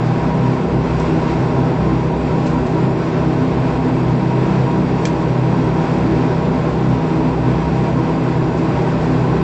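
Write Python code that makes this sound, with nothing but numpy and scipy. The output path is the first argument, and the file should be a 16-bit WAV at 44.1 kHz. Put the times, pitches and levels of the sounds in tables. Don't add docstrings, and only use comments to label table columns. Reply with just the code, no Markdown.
import sys
import numpy as np
from scipy import signal
from scipy.fft import rfft, irfft, next_fast_len
from scipy.io import wavfile

SR = 44100
rng = np.random.default_rng(int(sys.argv[2]) if len(sys.argv) > 2 else 0)


def materialize(psi):
    bounded = np.clip(np.atleast_2d(psi).T, -1, 1)
    quanta = np.round(bounded * 32767).astype(np.int16)
    wavfile.write(sys.argv[1], SR, quanta)


def boost_factor(decibels):
    exponent = np.asarray(decibels, float) / 20
    return 10 ** exponent


N = 415850

BLADE_HZ = 64.15
SHAFT_HZ = 9.01


def rms_one(x):
    return x / np.sqrt(np.mean(x ** 2) + 1e-20)


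def in_time(times_s, values):
    return np.interp(np.arange(N) / SR, times_s, values)


def drift(rate_hz):
    r = np.exp(-80 * np.pi * rate_hz / SR)
    noise = rng.standard_normal(N // 40 + 2002)
    slow = signal.lfilter([1], [1, -2 * r, r * r], noise)[2000:]
    return np.interp(np.arange(N) / 40, np.arange(len(slow)), rms_one(slow))


def tone(hz, jitter_rad, rate_hz):
    phase = 2 * np.pi * (np.cumsum(hz * np.ones(N)) / SR + rng.random())
    return np.sqrt(2) * np.sin(phase + jitter_rad * drift(rate_hz))


def resonate(x, hz, width_hz):
    r = np.exp(-np.pi * width_hz / SR)
    zeros = [(1 - r * r) / 2, 0, (r * r - 1) / 2]
    poles = [1, -2 * r * np.cos(2 * np.pi * hz / SR), r * r]
    return signal.lfilter(zeros, poles, x)


def swell(rows, base):
    t, power = np.arange(0, N, 50) / SR, 0
    for s, db, length_s in rows:
        power = power + boost_factor(2 * db - 48 * ((t - s) / length_s) ** 2)
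    return np.sqrt(in_time(t, power) + base ** 2)


def propeller():
    # (time [s], frequency [Hz], peak level [dB], length [s])
    gusts = [(0.06, 123.3, -17.5, 0.21), (0.46, 127.7, -14.5, 0.17), (0.77, 128.5, -15, 0.087),
             (0.92, 126.3, -19, 0.061), (1.44, 126.6, -18, 0.071), (1.59, 128.4, -16, 0.13),
             (1.92, 128, -19, 0.26), (2.06, 129, -28, 0.098), (2.37, 131.5, -19.5, 0.09),
             (2.87, 129, -18, 0.15), (3.28, 128.3, -21.5, 0.29), (3.44, 128.9, -21, 0.079),
             (3.63, 128.5, -19, 0.15), (4.07, 126.8, -17.5, 0.28), (4.36, 129.1, -16.5, 0.19),
             (4.61, 129.5, -14, 0.11), (4.93, 127, -21, 0.13), (5.42, 126.8, -16.5, 0.3),
             (5.66, 126.4, -19, 0.065), (5.91, 125, -20.5, 0.069), (6.22, 124.7, -19, 0.18),
             (6.49, 130.4, -18.9, 0.076), (6.9, 127.6, -15, 0.15), (7.47, 126.5, -15, 0.15),
             (7.8, 128.5, -16, 0.14), (7.98, 126.6, -18, 0.13), (8.25, 125.5, -18, 0.069),
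             (8.37, 128.5, -17, 0.17), (9.19, 126.7, -17.5, 0.22), (9.31, 126.6, -19, 0.06)]
    # (time [s], multiple of blade rate [1], peak level [dB], length [s])
    harmonic_swells = [(0.29, 1, -34, 0.18), (0.34, 3, -25.5, 0.17), (0.76, 1, -29, 0.14), (1.56, 1, -31, 0.16),
                       (1.88, 3, -23.5, 0.19), (1.9, 1, -23, 0.18), (2.22, 1, -26.4, 0.17),
                       (2.43, 3, -24.9, 0.15), (2.62, 1, -27, 0.12), (2.85, 3, -27, 0.1), (3.25, 1, -26, 0.1),
                       (3.57, 1, -28, 0.08), (3.76, 1, -29, 0.17), (4.09, 1, -26, 0.14), (4.2, 3, -22, 0.1),
                       (4.54, 3, -21, 0.16), (4.79, 3, -23, 0.11), (5.02, 3, -25, 0.22), (5.55, 3, -23.3, 0.11),
                       (6.06, 3, -21.5, 0.15), (6.08, 1, -30, 0.2), (6.49, 3, -24, 0.25), (6.69, 1, -32.5, 0.3),
                       (6.86, 3, -24, 0.21), (7.37, 1, -35, 0.19), (7.68, 1, -28, 0.36), (7.87, 3, -25, 0.12),
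                       (9.32, 3, -26, 0.13),
                       (0.21, 5, -24.5, 0.1), (0.467, 4, -22.5, 0.24), (1.104, 5, -21.5, 0.096),
                   (1.13, 4, -24, 0.11), (1.937, 5, -28, 0.23), (2.64, 4, -24, 0.26),
                   (2.76, 5, -24.5, 0.096), (2.81, 4, -26, 0.044), (3.074, 5, -22.7, 0.12),
                   (3.32, 5, -25.5, 0.12), (3.44, 4, -19, 0.094), (3.49, 5, -24, 0.097),
                   (3.88, 4, -19, 0.17), (4.251, 5, -24, 0.059), (4.75, 5, -24.0, 0.1),
                   (4.869, 4, -25, 0.26), (5.18, 5, -23.5, 0.084), (5.59, 4, -21, 0.12),
                   (5.75, 4, -22, 0.07), (6.15, 5, -21.5, 0.23), (6.36, 5, -25.5, 0.11),
                   (6.54, 4, -21.5, 0.2), (6.95, 4, -23, 0.058), (7.061, 5, -25.5, 0.08),
                   (7.241, 4, -20, 0.13), (7.25, 5, -22.0, 0.13), (7.516, 5, -24.5, 0.14),
                   (8.18, 4, -22.1, 0.11), (8.941, 4, -20, 0.088), (9.112, 4, -20, 0.099)]
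    # (multiple of blade rate [1], level [dB])
    hum = [(1, -36.5), (3, -35), (4, -31), (5, -32)]
    # (multiple of blade rate
    # [1], width [Hz], level [dB])
    blurred = [(1, 6.1, -39), (2.002, 7.3, -34), (2.998, 7, -32.5), (4.001, 12, -31.5), (4.999, 14.0, -32),
               (5.85, 23, -32.5)]

    second_hz = in_time(*np.transpose(gusts)[:2])
    level = swell(np.delete(gusts, 1, axis=1), boost_factor(-26.5 + 2.3 * drift(4.3)))
    out = boost_factor(-1.0) * level * tone(second_hz, jitter_rad=0.22, rate_hz=2.5)
    for multiple, hum_db in hum:
        rows = [(s, db + 0.5, length_s) for s, m, db, length_s in harmonic_swells
                if m == multiple]
        level = swell(rows, boost_factor(hum_db + 3.6 * drift(4.0)))
        out += level * tone(multiple * BLADE_HZ, jitter_rad=0.9, rate_hz=4.0)
    for multiple, width_hz, db in blurred:
        haze = resonate(rng.standard_normal(N), multiple * BLADE_HZ, width_hz)
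        haze = resonate(haze, multiple * BLADE_HZ, width_hz)
        out += boost_factor(db) * rms_one(haze)
    return out


def accessories():
    # (multiple of rotor rate [1], level [dB])
    rotor_tones = [(1, -42.5), (2, -21.5), (3, -30), (4, -34.5), (6, -39), (7, -50.5)]
    # (frequency [Hz], level [dB])
    pumps = [(72.0, -44), (90.0, -47), (98.9, -46), (152.8, -40), (157.5, -41), (173.6, -37), (271.2, -36),
             (495.0, -46), (624.1, -40), (1248.2, -52), (4004, -66)]

    rotor_hz, wobble_depth, wobble_lag_s = 80.95, 0.19, 0.048
    t = np.arange(N) / SR
    shaft_phase = 2 * np.pi * SHAFT_HZ * (t - wobble_lag_s) + 0.72 * drift(1.0)
    wobble = 1 + wobble_depth * np.cos(shaft_phase)
    slip_rad = 0.34 * drift(1.4)
    rotor = 0
    for multiple, db in rotor_tones:
        phase = multiple * (2 * np.pi * rotor_hz * t + slip_rad) + 2 * np.pi * rng.random()
        rotor = rotor + boost_factor(db + 0.77 * drift(2.5)) * np.sqrt(2) * np.sin(phase)
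    steady = sum(boost_factor(db) * tone(hz, jitter_rad=0.5, rate_hz=0.13) for hz, db in pumps)
    return rotor * wobble + steady


def beat(lag_s, spread_db):
    first_beat_s, sharpness = 0.006, 1.4
    turns = SHAFT_HZ * (np.arange(N) / SR - first_beat_s - lag_s)
    pulse = np.exp(sharpness * (np.cos(2 * np.pi * turns) - 1))
    return boost_factor(spread_db * drift(5.0)) * pulse


def whistle():
    # (time [s], peak level [dB])
    flares = [(0.15, -30.8), (0.23, -25), (0.33, -21.5), (0.45, -23), (1.15, -25), (1.37, -29), (1.55, -26),
              (1.88, -26), (2.14, -21), (2.33, -22), (2.55, -24.5), (2.78, -21), (3.22, -23), (4.33, -23),
              (4.55, -31), (4.7, -21), (4.77, -27), (5.1, -27), (5.21, -30.7), (6.32, -28), (6.43, -30),
              (6.99, -27), (7.46, -23), (7.66, -21), (7.99, -28), (8.1, -22.5), (8.32, -27), (8.65, -28),
              (8.77, -24), (8.99, -33)]
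    # (frequency [Hz], level [dB], lag [s], spread between turns [dB])
    whistles = [
        (595, -40, -.03, 3),
        (804, -37, .014, 0.5),
    ]

    flare_s = 0.052
    rows = [(s, db - 5.0, flare_s) for s, db in flares]
    level = swell(rows, boost_factor(-33.5) * beat(0, spread_db=1.5))
    out = level * tone(953, jitter_rad=0.8, rate_hz=8.0)
    for hz, db, lag_s, spread_db in whistles:
        out += boost_factor(db) * beat(lag_s, spread_db) * tone(hz, jitter_rad=1.5, rate_hz=10.5)
    return out


def ticks():
    # (time [s], peak level [dB], decay by 60 dB [s], share of sharp crack [1], rise [s])
    impacts = [
        (.632, -39, .05, .4, 0.0022),
        (.996, -32.5, .2, 0.4, 0.0034),
        (1.028, -49, 0.1, .3, 0.0035),
        (2.455, -34.5, 0.25, 0.2, 0.011),
        (2.662, -37, .1, 0, 0.0055),
        (5.052, -12, 0.079, 0.75, 0.0026),
        (5.067, -26, 0.12, 0.5, 0.0031),
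        (8.57, -39, 0.16, 0.15, .01),
    ]
    # (frequency [Hz], level [dB], decay by 60 dB [s])
    part_modes = [(1700, -11, .03), (2400, -8, .06), (3250, -9, .035), (4150, -11, .035), (5050, -13, .035),
                  (6700, -19, .04), (7450, -18, .06)]

    age, out = np.arange(SR // 5) / SR, np.zeros(N + SR)
    band = signal.butter(2, [1100, 7000], "band", fs=SR, output="sos")
    for s, db, t60, crack, rise_s in impacts:
        noise = signal.sosfilt(band, rng.standard_normal(len(age)))
        decay = crack * boost_factor(-60 * age / 0.012) + (1 - crack) * boost_factor(-60 * age / t60)
        burst = 2 * noise * decay
        for hz, mode_db, ring_s in part_modes:
            ring = boost_factor(mode_db - 60 * age / ring_s) * np.sin(2 * np.pi * (hz * age + rng.random()))
            burst += crack * ring
        at = round(s * SR)
        out[at:at + len(age)] += boost_factor(db) * burst * np.minimum(age / rise_s, 1)
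    return out[:N]


def rush():
    # (time [s], level [dB], heard relative to the median)
    rush_levels = [(0.0, -35.5), (0.21, -35), (0.55, -36), (1.15, -34.5), (2.15, -36), (2.49, -35),
                   (4.31, -36), (4.41, -35), (5.62, -35.5), (5.85, -33.5), (6.07, -35), (8.51, -36),
                   (8.77, -34), (9.43, -35)]
    # (frequency [Hz], spectral level [dB per Hz])
    colour = [(12, -48), (20, -22), (81, -11.5), (159, -4.5), (209, -9), (249, -7), (390, -5), (539, -15),
              (803, -15), (866, -17.5), (957, -16.5), (1200, -24), (2530, -30.5), (4840, -42.5),
              (7780, -54), (10100, -89.5), (17100, -120)]
    cabin_hz = [142, 285, 352, 487, 530, 564, 577, 590, 666, 705, 798, 862, 885, 953, 993, 1023, 1045, 1095,
                1195, 1290, 1336, 1515, 1595, 2600, 2950, 4750, 5695, 6450, 7010, 7950]
    # (width [Hz], peak level [dB], negative = notch)
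    cabin_peaks = [(9.9, 0.5), (24.3, -8.5), (11, -5.5), (25, 4.5), (35, -3), (11.9, 4.5), (8.04, -1.5),
                   (12, 7.5), (21.6, 6), (29.5, -3.5), (30.8, 5.5), (30, -3), (14.6, 6), (34.6, 4.5),
                   (30.4, 2.5), (13, -4.5), (31.2, 5.5), (59.3, 3.5), (25, -1.5), (25.3, 0), (50.3, 3.5),
                   (49.6, 5), (50, 1), (420, 2), (347, -3.5), (396, 3), (55, 7), (505, -1.5), (147, 8),
                   (300, 7.5)]

    size = next_fast_len(N)
    hz = np.maximum(np.arange(size // 2 + 1) * SR / size, 1)
    colour_hz, colour_db = np.transpose(colour)
    db = np.interp(np.log(hz), np.log(colour_hz), colour_db)
    for centre_hz, (width_hz, peak_db) in zip(cabin_hz, cabin_peaks):
        db = db + peak_db / (1 + (2 * (hz - centre_hz) / width_hz) ** 2)
    coloured = rfft(rng.standard_normal(size)) * boost_factor(db)
    upper_share = 1 / (1 + (900 / hz) ** 4)
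    low = irfft(coloured * (1 - upper_share), size)[:N]
    high = irfft(coloured * upper_share, size)[:N]
    swell_db = in_time(*np.transpose(rush_levels))
    swell_db = swell_db - np.median(swell_db)
    high = high * boost_factor(swell_db + 0.65 * drift(5.9))
    return boost_factor(-19) * rms_one(low * boost_factor(1.2 * swell_db) + high)


def scene():
    return (propeller() + accessories() + whistle() + ticks() + rush())[None]


def narrow_channel(x):
    # (frequency [Hz], step level [dB])
    step_levels = [(100, -42), (3000, -44), (4700, -41), (5300, -35.5), (5700, -37.6), (6500, -41.7),
                   (7000, -42), (7500, -42.5), (8000, -45.5)]

    frame, start = 1024, 150
    fast, slow = 441 * frame, 160 * frame
    samples = irfft(rfft(x, fast)[:slow // 2 + 1], slow) * slow / fast
    samples = np.pad(samples, (frame - start, frame + start))
    n, k = np.arange(2 * frame)[:, None], np.arange(frame) + 0.5
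    window = signal.windows.kaiser_bessel_derived(2 * frame, 4 * np.pi)[:, None]
    basis = window * np.cos(np.pi / frame * (n + 0.5 + frame / 2) * k) * np.sqrt(2 / frame)
    frames = np.lib.stride_tricks.sliding_window_view(samples, 2 * frame)[::frame].copy()
    lines = frames @ basis

    step_hz, step_db = np.transpose(step_levels)
    per_band_db = np.repeat(rng.standard_normal((len(lines), 16)), frame // 16, axis=1)
    step = boost_factor(np.interp(k * 8000 / frame, step_hz, step_db) + per_band_db)
    whole = np.floor((np.abs(lines) / step) ** 0.75 + 0.4054)
    rounded = np.sign(lines) * step * whole ** (4 / 3)

    halves = (rounded @ basis.T).reshape(-1, 2, frame)
    overlapped = (halves[1:, 0] + halves[:-1, 1]).ravel()
    back = np.concatenate([halves[0, 0], overlapped])
    spectrum = rfft(back[frame - start:][:slow])
    imaged = np.concatenate([spectrum, np.conj(spectrum[-2::-1])])
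    hz = np.arange(len(imaged)) * SR / fast
    cutoff_hz, slope_hz = 8000, 26
    imaged = imaged / (1 + np.exp(np.minimum((hz - cutoff_hz) / slope_hz, 50)))
    return irfft(imaged, fast)[:N] * fast / slow


def roll_off(x):
    return signal.sosfilt(signal.butter(12, 15500, fs=SR, output="sos"), x)


def record(dry):
    soft = np.tanh(dry) * 0.95
    mix = narrow_channel(soft[0]) + boost_factor(-99) * rng.standard_normal(N)
    return roll_off(mix[None])


dry = scene()
out = record(dry)
materialize(out)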